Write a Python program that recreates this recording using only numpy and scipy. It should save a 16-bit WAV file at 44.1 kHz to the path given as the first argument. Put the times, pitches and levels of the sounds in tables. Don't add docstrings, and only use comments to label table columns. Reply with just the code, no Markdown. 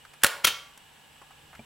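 import sys
import numpy as np
from scipy import signal
from scipy.fft import rfft, irfft, next_fast_len
from scipy.io import wavfile

SR = 44100
rng = np.random.default_rng(int(sys.argv[2]) if len(sys.argv) > 2 else 0)


def digitize_waveform(pressure):
    field = np.atleast_2d(pressure).T
    bounded = np.clip(field, -1, 1)
    quanta = np.round(bounded * 32767).astype(np.int16)
    wavfile.write(sys.argv[1], SR, quanta)


N = 72765
TIME = np.arange(N) / SR

# peak time in seconds, level in dB, rise and fade in seconds, then bass,
# treble, ring and thump in dB. A rise or a fade is the time a sound takes to change by 60 dB.
SHUTTER_BLOWS = [(.2362, -5.5, 0.0053, 0.0097, -2.5, 3, -6.5, -33),
                 (.2452, -10, .011, 0.012, 4, 2.5, 0.5, -33.5),
                 (.2468, -9, 0.0049, 0.0086, -1, 0, -25, -42),
                 (.2659, -15.5, 0.014, 0.031, -45, -3, -8, -50)]
# frequency in Hz, level in dB.
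SHUTTER_TONE = [(30, -36), (70, -27.5), (350, -16.5), (550, -6), (750, -12.5), (1100, -2.5), (1400, 2),
                (1900, -2), (2300, -7), (2900, -5), (3700, -9), (5200, -13), (7500, -12), (10400, -8),
                (12500, -13.5), (15800, -17)]
# pitch in Hz, level in dB, fade in seconds.
SHUTTER_NOTES = [(565, -20, .08), (1058, -18, .05), (1315, -15, .06), (1420, -11, .05), (1750, -19, .04),
                 (1970, -22, .09), (2767, -25, .15), (3242, -26, .08), (10576, -22, .02)]

def shutter():
    return snap(SHUTTER_BLOWS, SHUTTER_TONE, SHUTTER_NOTES)


RELEASE_BLOWS = [(0.4467, -12.5, 0.013, 0.033, 0.45, 1.5, 1, -33),
                 (0.4512, -13, 0.0031, .013, -1.7, 10.5, -32, -69),
                 (0.4726, -15, 0.022, 0.035, 1, 1.5, -26, -54),
                 (0.4786, -22, 0.012, 0.086, 1.1, 2, -2.5, -44)]
RELEASE_TONE = [(30, -54), (70, -17.5), (200, -15), (420, -12.5), (600, -17), (900, -11.5), (1380, -5.5),
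                (1800, -5), (2500, -1.5), (3200, -5), (3900, -5.5), (4900, -12.5), (6200, -9.5),
                (7400, -17.5), (9300, -14), (12500, -21.5), (15800, -18.5)]
RELEASE_NOTES = [(1152, -32, .65), (1410, -15, .07), (1701, -16, .04), (1945, -19, .07), (2190, -18, .05),
                 (2485, -24, .18), (2760, -24, .22), (3062, -25, .28), (3165, -17, .18), (3232, -14, .11),
                 (3360, -16, .07), (4655, -20, .08), (5872, -22, .13), (6265, -20, .04)]

def release():
    return snap(RELEASE_BLOWS, RELEASE_TONE, RELEASE_NOTES)


def snap(blows, tone, notes, bass_hz=1200, treble_hz=6000, case_db=-14, case_fade_s=0.063):
    contacts, ringing = np.zeros(N), np.zeros(N)
    for when, db, rise, fade, bass_db, treble_db, ring_db, _ in blows:
        chatter = from_db(case_db) * swell(when, rise, case_fade_s)
        burst = np.hypot(swell(when, rise, fade), chatter) * rng.choice([-1., 1.], N)
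        tilt = [(bass_hz / 2, bass_db), (bass_hz * 2, 0), (treble_hz / 2, 0), (treble_hz * 2, treble_db)]
        contacts += from_db(db) * shape_tone(burst, tilt, keep_power=False)
        ringing += from_db(db + ring_db) * ring(when, notes)
    return shape_tone(contacts, tone) + ringing


# peak time in seconds, level in dB, pitch in Hz, rise and fade in seconds.
SPRING_CHIRPS = [(0.4484, -8.5, 3230, 0.01, 0.017), (0.4788, -19, 3120, 0.023, 0.027)]

def spring():
    return sum(from_db(db) * swell(when, rise, fade) * np.sin(2 * np.pi * hz * (TIME - when))
               for when, db, hz, rise, fade in SPRING_CHIRPS)


# frequency in Hz, level in dB.
THUMP_TONE = [(25, -2), (60, -0.5), (110, 0), (210, 0), (330, -5), (700, -4.5), (1100, -23), (2200, -35)]

def table_thumps(blows, rise_s=0.0065, fade_s=0.034):
    loudness = sum(from_db(thump_db) * swell(when, rise_s, fade_s) for when, *_, thump_db in blows)
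    jolts = loudness * rng.choice([-1., 1.], (2, N))
    return shape_tone(jolts, THUMP_TONE) * from_db([[-4.5], [4.5]])


# frequency in Hz, level in dB.
FLASH_TONE = [(250, -50), (400, -7), (520, -1), (750, 0.5), (1100, 7.5), (1450, -12.5), (2200, -0.5),
              (6000, -44)]

def flash():
    puff = shape_tone(rng.standard_normal(N), FLASH_TONE)
    return from_db(-39.5) * swell(when=.262, rise=.03, fade=0.75) * puff


# peak time in seconds, level in dB, pitch in Hz, rise and fade in seconds,
# bright edge in dB.
FINGER_TICKS = [(0.051, -44.5, 1460, 0.0024, 0.036, -9.5), (0.136, -46.5, 1480, 0.0046, 0.06, -5.5),
                (.219, -46.5, 1810, 0.014, 0.081, -5), (.440, -35.5, 1300, 0.0084, 0.11, -12),
                (0.7764, -46.5, 1500, .004, 0.025, 1), (1.216, -44, 865, .001, 0.068, -16),
                (1.31, -50.5, 980, 0.025, 0.062, -14), (1.530, -44, 1020, 0.0027, 0.072, -22),
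                (1.551, -43, 1670, .005, 0.058, -11), (1.594, -44.5, 600, .001, 0.07, -20)]
# pitch in Hz, level in dB, fade in seconds.
KNOCK_NOTES = [(135, -51, 0.18), (226, -39, 0.089), (414, -52, .03), (2370, -43, 0.042)]

def fingers(edge_hz=11000, band_ratio=1.49):
    out = ring(when=1.593, notes=KNOCK_NOTES)
    for when, db, hz, rise, fade, edge_db in FINGER_TICKS:
        noise = rng.standard_normal((2, N))
        body = unit_power(passband(noise[0], [hz / band_ratio, hz * band_ratio], "band"))
        edge = from_db(edge_db) * unit_power(passband(noise[1], edge_hz, "low"))
        out += from_db(db) * swell(when, rise, fade) * (body + edge)
    return out


# frequency in Hz, level in dB.
ROOM_TONE = [(100, 0), (300, -6), (550, 5.5), (1200, 0), (2700, 2.5), (5000, 5), (9000, -3), (15000, -3.5)]
# frequency in Hz, fade in seconds.
ROOM_FADE = [(200, 0.63), (550, 0.5), (1400, 0.56), (3000, 0.44), (6000, 0.4), (10000, 0.4), (15000, 0.42)]
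# frequency in Hz, level of the sides against the middle in dB.
ROOM_WIDTH = [(100, -11), (600, -14.5), (3000, -11), (7000, -10), (13000, -22)]

def room(sound, onset_s=0.01):
    edges_hz, tail = np.geomspace(60, 18000, 15), 0
    noise = rng.standard_normal((2, 2, N))
    for band, (low, high) in enumerate(zip(edges_hz, edges_hz[1:])):
        hz = np.sqrt(low * high)
        mid, side = passband(noise[band % 2], [low, high], "band")
        wash = stereo(mid, from_db(at_hz(ROOM_WIDTH, hz)) * side)
        loudness = from_db(at_hz(ROOM_TONE, hz)) * swell(onset_s, 2 * onset_s, at_hz(ROOM_FADE, hz))
        tail += loudness * wash
    return signal.fftconvolve(sound[None], unit_power(tail) / np.sqrt(N), axes=1)[:, :N]


# time in seconds, level in dB.
RUMBLE_LEVELS = [(0, -83), (1.3, -88), (1.44, -62), (1.53, -63), (1.65, -64)]
# frequency in Hz, level in dB.
RUMBLE_TONE = [(25, -20), (50, -4), (110, -3), (230, -12.5), (600, -25.5), (2000, -42)]

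def hand_rumble():
    level_db = np.interp(TIME, *np.transpose(RUMBLE_LEVELS))
    return from_db(level_db) * shape_tone(rng.standard_normal(N), RUMBLE_TONE)


# frequency in Hz, level in dB.
HISS_TONE = [(15, -31.5), (25, -4), (69, -1.5), (164, -5.5), (253, -6), (313, -6), (349, -13.5),
             (445, -5.5), (567, -8), (703, -8), (782, -0.5), (945, -4.5), (1200, -7.5), (1660, -6.5),
             (2170, -9), (2850, -3), (4500, -14.5), (6730, -18), (7700, -14.5), (8350, -16), (15500, -23)]
# frequency in Hz, level of the sides against the middle in dB.
HISS_WIDTH = [(30, -9.5), (70, -13), (200, -3), (1000, -3.5), (4000, -5.5), (10000, -3.5)]
# pitch in Hz, level in dB, width in Hz.
HISS_WHINES = [(935, -75, 48), (1679, -69.5, 71), (2900, -68.5, 21), (3160, -76, 190), (7840, -72, 400)]

def background(hiss_db=-57, hum_hz=146.6, hum_db=-71.5):
    mid, side = rng.standard_normal((2, N))
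    side = shape_tone(side, HISS_WIDTH, keep_power=False)
    out = from_db(hiss_db) * shape_tone(stereo(mid, side), HISS_TONE)
    out += from_db(hum_db) * unit_power(np.sin(2 * np.pi * hum_hz * TIME))
    for hz, db, width in HISS_WHINES:
        whine = passband(rng.standard_normal(N + SR), [hz - width / 2, hz + width / 2], "band")
        out += from_db(db) * unit_power(whine[SR:])
    return out


def swell(when, rise, fade):
    return from_db(-60 * np.maximum((when - TIME) / rise, (TIME - when) / fade).clip(0, 5))


def ring(when, notes):
    age = np.maximum(TIME - when, 0)
    return sum(from_db(db) * swell(when, 1, fade) * np.sin(2 * np.pi * hz * age)
               for hz, db, fade in notes)


def shape_tone(sound, tone, keep_power=True):
    size = 2 * next_fast_len(N)
    gain = from_db(at_hz(tone, np.fft.rfftfreq(size, 1 / SR)))
    cepstrum = irfft(np.log(unit_power(gain) if keep_power else gain))
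    cepstrum[1:size // 2] *= 2
    cepstrum[size // 2 + 1:] = 0
    return irfft(rfft(sound, size) * np.exp(rfft(cepstrum)))[..., :N]


def at_hz(table, hz):
    frequencies, values = np.transpose(table)
    return np.interp(np.log(np.maximum(hz, 1)), np.log(frequencies), values)


def passband(sound, hz, kind):
    return signal.sosfilt(signal.butter(2, hz, kind, fs=SR, output="sos"), sound)


def from_db(db):
    return 10 ** (np.asarray(db) / 20)


def unit_power(sound):
    return sound / np.sqrt(np.mean(sound ** 2) + 1e-20)


def stereo(mid, side):
    return np.array([mid + side, mid - side])


def scene():
    click = shutter()
    rattle = release() + spring()
    echoes = room(from_db(-14) * click + from_db(-13) * rattle)
    close = click + rattle + table_thumps(SHUTTER_BLOWS + RELEASE_BLOWS) + flash() + fingers()
    around = echoes + background() + hand_rumble()
    return close + around * from_db([[-.4], [.4]])


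def record(dry, cutoff_hz=15800):
    treble_cut = signal.ellip(10, .1, 80, cutoff_hz, fs=SR, output="sos")
    return signal.sosfilt(treble_cut, np.clip(dry, -.9, .9))


dry = scene()
out = record(dry)
digitize_waveform(out)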